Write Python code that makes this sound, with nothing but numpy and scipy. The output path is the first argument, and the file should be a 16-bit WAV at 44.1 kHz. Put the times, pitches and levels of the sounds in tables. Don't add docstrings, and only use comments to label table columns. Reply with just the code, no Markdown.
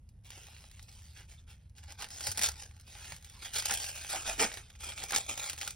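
import sys
import numpy as np
from scipy import signal
from scipy.fft import rfft, irfft, next_fast_len
from scipy.io import wavfile
from scipy.ndimage import uniform_filter1d

SR = 44100
rng = np.random.default_rng(int(sys.argv[2]) if len(sys.argv) > 2 else 0)


def dump(signal):
    limited = np.clip(np.atleast_2d(signal).T, -1, 1)
    pcm = np.round(limited * 32767).astype(np.int16)
    wavfile.write(sys.argv[1], SR, pcm)


N = 253575
TIME = np.arange(N) / SR
HZ = np.fft.rfftfreq(N, 1 / SR)

# f/Hz, width/Hz, level/dB
SLACK_PARCEL = [(576, 260, -18), (683, 36, -12), (822, 64, 4)]


def gesture(work, span, modes, sheet, per_s, spread_db, steady, broad, rest_db, hollow_db, sheet_db, crisp_db):
    first, last = (round(s * SR) for s in span)
    rest = gain_of(rest_db + np.array([[-9.5], [0], [0]]))
    force = np.sqrt(work[:, first:last] + rest ** 2)
    length = force.shape[1]

    firm_db, rate_per_force = -52.5, 0.35
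    rate = per_s * np.minimum(force[1] / gain_of(firm_db), 1) ** rate_per_force
    chance, strength = rng.random((2, length))
    size = gain_of(spread_db * np.minimum(-np.log(strength + 1e-9), 3.5))
    slipping = steady + slips(length, per_s=330, spread_db=4.5, fade_s=0.003)
    releases = (chance < rate / SR) * size * slipping
    crackle = folds(flicks(releases))

    sound = np.zeros((2, length))
    levels = hollow_db, sheet_db, crisp_db
    for band, pressed, level in zip(voices(crackle, modes, broad, sheet), force, levels):
        nearby_power = abs(uniform_filter1d((band ** 2).mean(0), 1800))
        sound += band / np.sqrt(nearby_power + 1e-12) * pressed * gain_of(level)
    return span[0], sound


def handwork():
    # start t/s, length/s, force/dB, change over the stroke/dB,
    # crispness against the force/dB
    strokes = [(0.233, 0.055, -59.5, -2.5, 1.5), (0.298, 0.39, -57, -7, 0.5), (0.716, 0.13, -65, -2, 2.5),
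               (0.859, 0.37, -63.5, -7.5, 4.5), (1.141, 0.06, -57.5, 1.5, -2.5),
               (1.271, 0.056, -65, 5, 1.5), (1.369, 0.021, -64.5, -2.5, 0.5), (1.462, 0.055, -64, 5, -2),
               (1.577, 0.11, -74, -9.5, -3), (1.755, 0.016, -66, 5, 5.5), (1.805, 0.036, -64.5, 3, -2),
               (1.868, 0.034, -54, 3, -2.5), (1.971, 0.051, -52, 8.5, -2), (2.086, 0.23, -56.5, 6.5, 6),
               (2.33, 0.24, -54, -4.5, 0.5), (2.557, 0.069, -59.5, 8, 4), (2.853, 0.27, -60, 10, 1.5),
               (3.135, 0.03, -60, -7, 10), (3.22, 0.3, -62.5, 3, 2), (3.394, 0.066, -52, 8, -0.5),
               (3.528, 0.08, -43, -3, -5), (3.631, 0.27, -39, -5.5, 4.5), (3.929, 0.15, -45.5, -5.5, 3.5),
               (4.081, 0.14, -37.5, -10.5, 7), (4.242, 0.1, -35.5, -9, 3.5), (4.434, 0.16, -45.5, -6, 4),
               (4.791, 0.11, -51, 7, 2.5), (4.95, 0.093, -47.5, 0.5, 1), (5.065, 0.2, -47.5, -7.5, 3.5),
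               (5.272, 0.025, -41, 4.5, 1), (5.315, 0.042, -47, -2, -0.5), (5.366, 0.13, -43, -2, 2),
               (5.558, 0.13, -52.5, 1, 4.5)]
    # moment it gives t/s, build-up/s, force/dB,
    # hollow resonance against the force/dB
    pulls = [(2.268, 0.044, -45.5, -12), (2.381, 0.0089, -47.5, -8), (2.436, 0.017, -32.5, -15),
             (3.57, 0.03, -37, -12.5), (3.719, 0.021, -38.5, -8), (4.147, 0.016, -43, -6.5),
             (4.286, 0.012, -39.5, -4), (4.414, 0.022, -29, -2), (5.156, 0.016, -36.5, -10.5)]
    return sum(rub(*row) ** 2 for row in strokes) + sum(tear(*row) ** 2 for row in pulls)


def rub(start, length, db, change_db, crisp_db):
    attack_s, release_db_per_s = 0.029, 288
    t = TIME - start
    held = db + change_db * np.clip(t / length, 0, 1) - release_db_per_s * np.clip(t - length, 0, 1)
    light_db, hollow_share = -59.5, 0.95
    hollow = -9 + light_db + hollow_share * (held - light_db)
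    return np.clip(t / attack_s, 0, 1) * gain_of([hollow, held, held + crisp_db])


def tear(s, build_s, db, hollow_db):
    release_s, crisp_db = 0.043, 5
    t = TIME - s
    slope_s = np.where(t < 0, build_s, release_s)
    swell = np.exp(-np.minimum((t / slope_s) ** 2, 20))
    return gain_of([[hollow_db + db], [db], [crisp_db + db]]) * swell


def slips(size, per_s, spread_db, fade_s):
    chance, strength = rng.random(size), rng.standard_normal(size)
    starts = (chance < per_s / SR) * gain_of(spread_db * np.clip(strength, -2, 1.7))
    return evened(signal.lfilter([1], [1, -np.exp(-1 / (fade_s * SR))], starts))


def flicks(releases, hold_s=0.06, count=11):
    out = np.zeros((2, len(releases)))
    patch = rng.integers(0, count, len(releases))
    step = int(hold_s * SR)
    for start in range(0, len(releases), step):
        part = slice(start, start + step)
        for k in range(count):
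            own = releases[part] * (patch[part] == k)
            add(out, start / SR, signal.fftconvolve(own[None], facet(ring_s=0.00059), axes=1))
    return out


def facet(ring_s, tone=0.83, size=400):
    t = np.arange(size) / SR
    ring = np.sin(2 * np.pi * (rng.uniform(1030, 10970) * t + rng.random((2, 1))))
    return evened((rng.standard_normal((2, size)) + tone * ring) * np.exp(-t / ring_s))


def folds(x, echo=0.28, pose_s=0.0401, count=7):
    poses = np.arange(x.shape[1]) / SR / pose_s
    out = x.copy()
    for k, (delays, signs) in enumerate(rng.random((int(poses[-1]) + 2, 2, count))):
        held = x * np.sqrt(np.maximum(1 - abs(poses - k), 0))
        for delay, sign in zip(delays, signs):
            add(out, 0.00018 + 0.004 * delay, echo * np.sign(sign - 0.5) * np.exp(-delay) * held)
    return out


def voices(x, modes, broad=0.51, sheet=(), low_hz=1150, high_hz=5000):
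    # f/Hz, gain/dB
    paper_colour = [(80, -7), (250, -6), (600, -2.5), (1100, -4), (1500, 3), (2500, 5.5), (4000, 3),
                    (6000, -1.5), (7600, -0.5), (9000, -4), (10500, -9.5), (13500, -10), (15800, -13.5)]
    size = next_fast_len(x.shape[1] + 2048)
    hz = np.fft.rfftfreq(size, 1 / SR)
    ringing = sum(gain_of(db) * 1j * hz * w / (f ** 2 - hz ** 2 + 1j * hz * w) for f, w, db in modes)
    spectrum = rfft(x, size) * (ringing + broad) + rfft(flexing(x, sheet), size)
    spectrum = spectrum * gain_of(read(paper_colour, hz))

    above_low, above_high = (1 - 1 / (1 + (hz / edge) ** 8) for edge in (low_hz, high_hz))
    shapes = 1 - above_low, above_low * (1 - above_high), above_high
    return [irfft(spectrum * shape, size)[:, :x.shape[1]] for shape in shapes]


def flexing(x, modes):
    flex_share, flex_s = 0.045, 0.06
    steps = np.arange(x.shape[1]) / SR / flex_s
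    out = np.zeros(x.shape)
    for hz, width, db in modes:
        bend = rng.standard_normal(int(steps[-1]) + 2)
        pitch = hz * np.exp(flex_share * np.interp(steps, np.arange(len(bend)), bend))
        out += gain_of(db) * resonate(x, pitch, width)
    return out


def snap(row, snap_db=-7.0, rise_s=0.0006, settle_db=-11, settle_ratio=7, size=2600):
    s, db, crisp, hollow, crack_s = row
    t = np.arange(size) / SR
    settling = gain_of(settle_db) * np.exp(-t / (settle_ratio * crack_s))
    shape = (1 - np.exp(-t / rise_s)) * (np.exp(-t / crack_s) + settling)
    crack = shape * np.sign(rng.standard_normal((2, size)))
    levels = hollow, 0, crisp
    sound = sum(evened(band) * gain_of(level) for band, level in zip(voices(crack, SLACK_PARCEL), levels))
    per_10_ms = np.sqrt(0.01 * SR / size)
    return s, gain_of(db + snap_db) * sound * per_10_ms


def crinkles(work, over_db=-9, crisp_db=5, crisp_spread_db=5, hollow_db=-11, top_db=-51, count=130):
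    out = np.zeros((2, N))
    for place, colour in rng.random((count, 2)):
        handling_db = 10 * np.log10(work[1, int(place * N)] + 1e-12)
        db = min(handling_db + over_db, top_db)
        crisp = crisp_db + crisp_spread_db * (2 * colour - 1)
        add(out, *snap((place * N / SR, db, crisp, hollow_db, 0.00052)))
    return out


def drag(row, per_s=2500):
    start, length, db, hz, end_hz, width = row
    u = np.linspace(0, 1, int(length * SR))
    kicks = rng.standard_normal(len(u)) * (rng.random(len(u)) < per_s / SR)
    pitch = hz + (end_hz - hz) * u
    once = resonate(kicks, pitch, 2 * width)
    ring = resonate(once, pitch, 2 * width)
    return start, gain_of(db) * evened(ring * np.sin(np.pi * u))[None]


def bump(row):
    s, db, hz, decay = row
    u = np.arange(SR // 3) / SR / decay
    swell = 2 * u * np.exp(1 - 2 * u)
    return s, gain_of(db) * (swell * np.sin(2 * np.pi * hz * decay * u))[None]


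def room_answer(x, t60=0.2, wet_db=-18):
    t = np.arange(SR // 3) / SR
    taps = rng.standard_normal((2, len(t))) * (rng.random((2, len(t))) < 0.1) * (t > 0.003)
    tail = signal.lfilter([1], [1, -0.4], taps * gain_of(-60 * t / t60))
    return gain_of(wet_db) * signal.fftconvolve(x, tail / np.linalg.norm(tail[0]), axes=1)[:, :N]


def room_floor(noise_db=-56):
    # f/Hz, relative level/dB
    noise_colour = [(12, -81), (20, -10.5), (49, 1), (92, 1.5), (153, -11), (219, -18.5), (342, -34),
                    (427, -31), (1160, -44), (5000, -53.5), (7310, -50), (10800, -48), (11700, -63),
                    (12800, -47), (15500, -80)]
    # f/Hz, level/dB
    steady_tones = [(75.4, -62), (11095, -92.5)]
    noise = irfft(rfft(rng.standard_normal((2, N))) * gain_of(read(noise_colour, HZ)), N)
    tones = np.zeros(N)
    for hz, db in steady_tones:
        tones += gain_of(db) * np.sqrt(2) * np.sin(2 * np.pi * (hz * TIME + rng.random()))
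    return gain_of(noise_db) * evened(noise) + tones * np.array([[1], [0]])


def resonate(x, hz, width):
    turn, r = np.exp(2j * np.pi * np.cumsum(hz) / SR), np.exp(-np.pi * width / SR)
    return 2 * (turn * signal.lfilter([1 - r], [1, -r], x / turn)).real


def gain_of(db):
    return 10 ** (np.asarray(db) / 20)


def evened(x):
    return x / np.sqrt(np.mean(x ** 2) + 1e-20)


def read(points, hz, axis=1):
    columns = np.transpose(points)
    return np.interp(np.log(hz + 1), np.log(columns[0] + 1), columns[axis])


def add(mix, s, sound):
    part = mix[:, max(round(s * SR), 0):][:, :sound.shape[1]]
    part += sound[:, :part.shape[1]]


def scene():
    # f/Hz, width/Hz, level/dB
    closed_parcel = [(424, 260, -2), (820, 150, 5)]
    taut_parcel = [(250, 99, -19), (410, 130, 3), (690, 78, -1.5), (805, 280, -2)]
    # f/Hz, width/Hz, level/dB
    turn_sheet = [(1440, 120, 0.5), (2700, 1100, 1.5), (7100, 500, -34)]
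    pick_sheet = [(1480, 150, -6), (1650, 230, -13), (3200, 420, -14), (4870, 800, -4.5), (7300, 1100, -10)]
    peel_sheet = [(1560, 260, 0), (2540, 270, -3.5), (3260, 400, 2.5), (6600, 1600, -23)]
    rip_sheet = [(1350, 220, 2), (2420, 350, -1), (3070, 1200, -13), (7300, 3600, -5)]
    unfold_sheet = [(1350, 73, 8), (2370, 380, 11.5), (3340, 360, 12), (4660, 230, -6), (7070, 610, 5)]
    # t/s, level over 10 ms before the trim in snap()/dB, crispness against that/dB,
    # hollow resonance against that/dB, decay of the crack/s
    crease_snaps = [(0.09, -69.5, 10.5, -9, 0.0012), (0.304, -46.5, 3.5, -11, 0.00092),
                    (0.317, -49, -11, -5.5, 0.0019), (0.341, -59, -4, -11, .0006),
                    (0.377, -56, 6, 3, .0013), (0.433, -58, 6, -21, 0.0018), (0.468, -56, 6, -15, 0.00045),
                    (0.484, -55, -2, 0, .0006), (0.532, -55, -5, -5, .0007),
                    (0.565, -51.5, -14, -19, .0007), (0.64, -53.5, -7, -3.5, 0.00065),
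                    (0.676, -65, -5, -14, .0005), (0.713, -54, 4, -17, 0.0019),
                    (0.794, -49.5, -4, -20, 0.00096), (0.827, -67.5, 21.5, -19, .0013),
                    (0.884, -54, -19, -9, 0.0019), (1.064, -60, -2, -22, 0.00056),
                    (1.55, -72, 0, -12, .0006), (1.696, -76.5, 13.5, -15, 0.00065),
                    (1.782, -51.5, 0, -16, 0.0012), (1.838, -58.5, 6.5, -3, 0.00066),
                    (1.922, -51.5, 9.5, -0.5, 0.0008), (2.01, -51, 4, -10, .001),
                    (2.022, -37.5, 1, -15, 0.0013), (2.043, -38, -2, -13, 0.001),
                    (2.087, -58, 10, -15, .0005), (2.104, -48, 5, -18, 0.0016),
                    (2.147, -52.5, 4.5, -8, 0.00081), (2.207, -40, 5, -3.5, 0.0023),
                    (2.269, -33.5, 9.5, -4.5, 0.0041), (2.3162, -43.5, 16, -7, .0013),
                    (2.374, -39, 11.5, -10, .0011), (2.379, -36.5, 7, -4, 0.0012),
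                    (2.392, -32.5, 5.5, -15.5, 0.0015), (2.414, -32.5, 5, -5, 0.0013),
                    (2.422, -35, 5, -16, .0008), (2.434, -30, 9, -20, 0.0013),
                    (2.444, -31, -8, -12, 0.0013), (2.47, -43, 8, -7, 0.00046),
                    (2.487, -36, 8, -5.5, 0.0017), (2.517, -53, 13, -12, .0006),
                    (2.711, -56, -6, -12, 0.0006), (2.765, -60, 4, -8, 0.00086),
                    (2.798, -59, 7.5, -11, .0013), (2.81, -70.5, 19, -12, 0.00071),
                    (2.951, -46.5, -14, -4.5, 0.0018), (3.044, -45, -3, -27, 0.0012),
                    (3.121, -40, -1.5, -3.5, 0.00088), (3.163, -51.5, 7.5, -10, 0.0011),
                    (3.211, -73, 8, -18, .0005), (3.225, -60.5, 9, -20, 0.00055),
                    (3.245, -50, 6, -29, 0.0029), (3.298, -62, 13.5, -18, 0.00078),
                    (3.448, -43, 2, -14, 0.0015), (3.469, -47, -1, -10, .0006), (3.536, -45, 7, -22, .0013),
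                    (3.555, -39.5, 5.5, -12, .0013), (3.584, -39.5, 13, -7, 0.0024),
                    (3.601, -40, 4, -11, .0007), (3.623, -35, 0.5, -15.5, 0.0011),
                    (3.657, -37, 12.5, -9, 0.00058), (3.695, -32, -15, -8, 0.0016),
                    (3.712, -35.5, -4, 2.5, 0.0028), (3.738, -40, 14, -17, 0.00087),
                    (3.842, -36.5, 1, -13, 0.0012), (4.047, -41.5, -6, -6, .0005),
                    (4.068, -51, 8, -5, .0005), (4.099, -44, 10.5, -3, .0015),
                    (4.159, -34, 0, -8.5, 0.0012), (4.232, -49.5, 6, -5, 0.00039),
                    (4.276, -39, 5.5, -3, 0.0012), (4.395, -27.5, -6, -17, .0016),
                    (4.435, -30, -16, -2, .0013), (4.516, -40, -15, -8, .0008),
                    (4.54, -41.5, 3, -7, 0.0009), (4.572, -38.5, -2.5, -8, 0.0013),
                    (4.702, -51, -1, -29, 0.00054), (4.753, -55.5, -5, -10, .0008),
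                    (4.899, -48, 2, -10, 0.00076), (4.921, -41.5, -7, -26, 0.00097),
                    (4.977, -40.5, -6, -25, .001), (5.021, -39.5, -12, -9, 0.0018),
                    (5.037, -43.5, 11.5, 3.5, 0.0013), (5.107, -35, 3.5, -9, 0.0018),
                    (5.121, -35, 6, -3.5, 0.001), (5.133, -30.5, -11, -6, 0.00098),
                    (5.161, -24.5, 3.5, -8.5, 0.0012), (5.183, -40, 12, 4, 0.00091),
                    (5.292, -37.5, -1, -7, 0.0026), (5.376, -39.5, 7, -6, 0.0016),
                    (5.461, -51, 9, -16, 0.00073), (5.477, -50, 9, -23, 0.00092),
                    (5.497, -32.5, 3, -18, 0.0019), (5.531, -39.5, 3.5, -8, 0.0018),
                    (5.578, -45, 4, -17, .001), (5.586, -48, 6, -18, .0006), (5.613, -33.5, 0, -30, 0.0013),
                    (5.62, -36.5, -5, -10, 0.001), (5.63, -39, 3, -4.5, 0.0011),
                    (5.649, -47, 6, -17, 0.0013), (5.676, -35, 5, -12.5, 0.0012),
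                    (5.706, -44.5, 9.5, -15, 0.0017)]
    # start t/s, length/s, level/dB, f/Hz, f at the end/Hz, width/Hz
    panel_drags = [(1.368, 0.047, -67, 3600, 3570, 160), (3.317, 0.1, -69, 950, 1030, 140),
                   (3.691, 0.046, -43.5, 1580, 1650, 400), (3.84, 0.28, -56, 2750, 2370, 240),
                   (4.124, 0.058, -43, 730, 724, 148), (4.272, 0.055, -43.5, 690, 660, 129),
                   (5.123, 0.035, -40.5, 1300, 1350, 382), (5.667, 0.022, -50, 1390, 1390, 70)]
    # t/s, peak level/dB, f/Hz, decay/s
    parcel_bumps = [(0.372, -57.5, 344, 0.0061), (1.849, -44.5, 76, 0.029), (2.287, -37.5, 90.5, 0.012),
                    (2.392, -49.5, 196.5, 0.014), (2.467, -40.5, 71, 0.044), (3.121, -52, 151, 0.026),
                    (4.272, -48, 48, 0.099), (4.409, -41, 277, 0.011), (4.442, -34, 226, 0.0061)]

    paper, work, background = np.zeros((2, N)), handwork(), room_floor()
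    add(paper, *gesture(work, (0, 1.75), closed_parcel, turn_sheet, per_s=2800, spread_db=-0.5, steady=6.9,
                        broad=2.1, rest_db=-88.5, hollow_db=-2, sheet_db=-1.5, crisp_db=0.0))
    add(paper, *gesture(work, (1.75, 2.84), SLACK_PARCEL, pick_sheet, per_s=3000, spread_db=-0.5, steady=1.0,
                        broad=0.72, rest_db=-69.5, hollow_db=0.5, sheet_db=-3.0, crisp_db=-0.5))
    add(paper, *gesture(work, (2.84, 3.2), closed_parcel, turn_sheet, per_s=7300, spread_db=2.5, steady=3.3,
                        broad=1.9, rest_db=-70, hollow_db=-2.0, sheet_db=-2.5, crisp_db=-1.0))
    add(paper, *gesture(work, (3.2, 4.09), SLACK_PARCEL, peel_sheet, per_s=3000, spread_db=0.0, steady=1.0,
                        broad=0.76, rest_db=-66.0, hollow_db=-4.0, sheet_db=-3.5, crisp_db=-2.0))
    add(paper, *gesture(work, (4.09, 4.68), taut_parcel, rip_sheet, per_s=7500, spread_db=2.5, steady=2.4,
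                        broad=0.3, rest_db=-64.5, hollow_db=-2.5, sheet_db=-3.0, crisp_db=-4.5))
    add(paper, *gesture(work, (4.68, 5.75), SLACK_PARCEL, unfold_sheet, per_s=3000, spread_db=3.0, steady=1.0,
                        broad=0.99, rest_db=-65.0, hollow_db=0.0, sheet_db=-3.0, crisp_db=0.5))
    for row in crease_snaps:
        add(paper, *snap(row))
    for row in panel_drags:
        add(paper[:1], *drag(row))
    for row in parcel_bumps:
        add(paper[:1], *bump(row))
    paper += crinkles(work)
    return paper + room_answer(paper) + background


def record(dry):
    # f/Hz, lead of the left/rad, likeness (0 to 1)
    port_match = [(70, 0, .996), (150, 0, .985), (400, -.1, .97), (660, -.7, .7), (830, .2, .85),
                  (1300, -.4, .82), (1900, .05, .98), (2900, .9, .72), (3500, .4, .85), (4300, .7, .75),
                  (5200, .1, .9), (6300, 1.9, .8), (7050, 3.1, .995), (7700, 3.2, .995), (8600, 4.2, .72),
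                  (9800, 6.25, .97), (11300, 6.3, .98), (12100, 7.9, .65), (13000, 9.4, .995),
                  (14300, 9.45, .995), (15300, 12, .6)]
    # f/Hz, level/dB
    left_balance = [(75, 0), (150, -2.5), (450, -3), (740, -6), (1220, -4.5), (2000, -1), (3300, -3),
                    (5500, 0)]
    edge_hz = 15900
    shared, other = rfft(dry)
    lead = read(port_match, HZ, axis=1)
    same = np.clip(read(port_match, HZ, axis=2), 0, 0.998)
    right = (same * shared + np.sqrt(1 - same ** 2) * other) * np.exp(-1j * lead)
    side = gain_of(read(left_balance, HZ) / 2)
    pair = irfft(np.array([shared * side, right / side]), N)
    low_pass = signal.firwin(511, edge_hz, window=("kaiser", 9), fs=SR)
    return signal.oaconvolve(pair, low_pass[None], "same")


dry = scene()
out = record(dry)
dump(out)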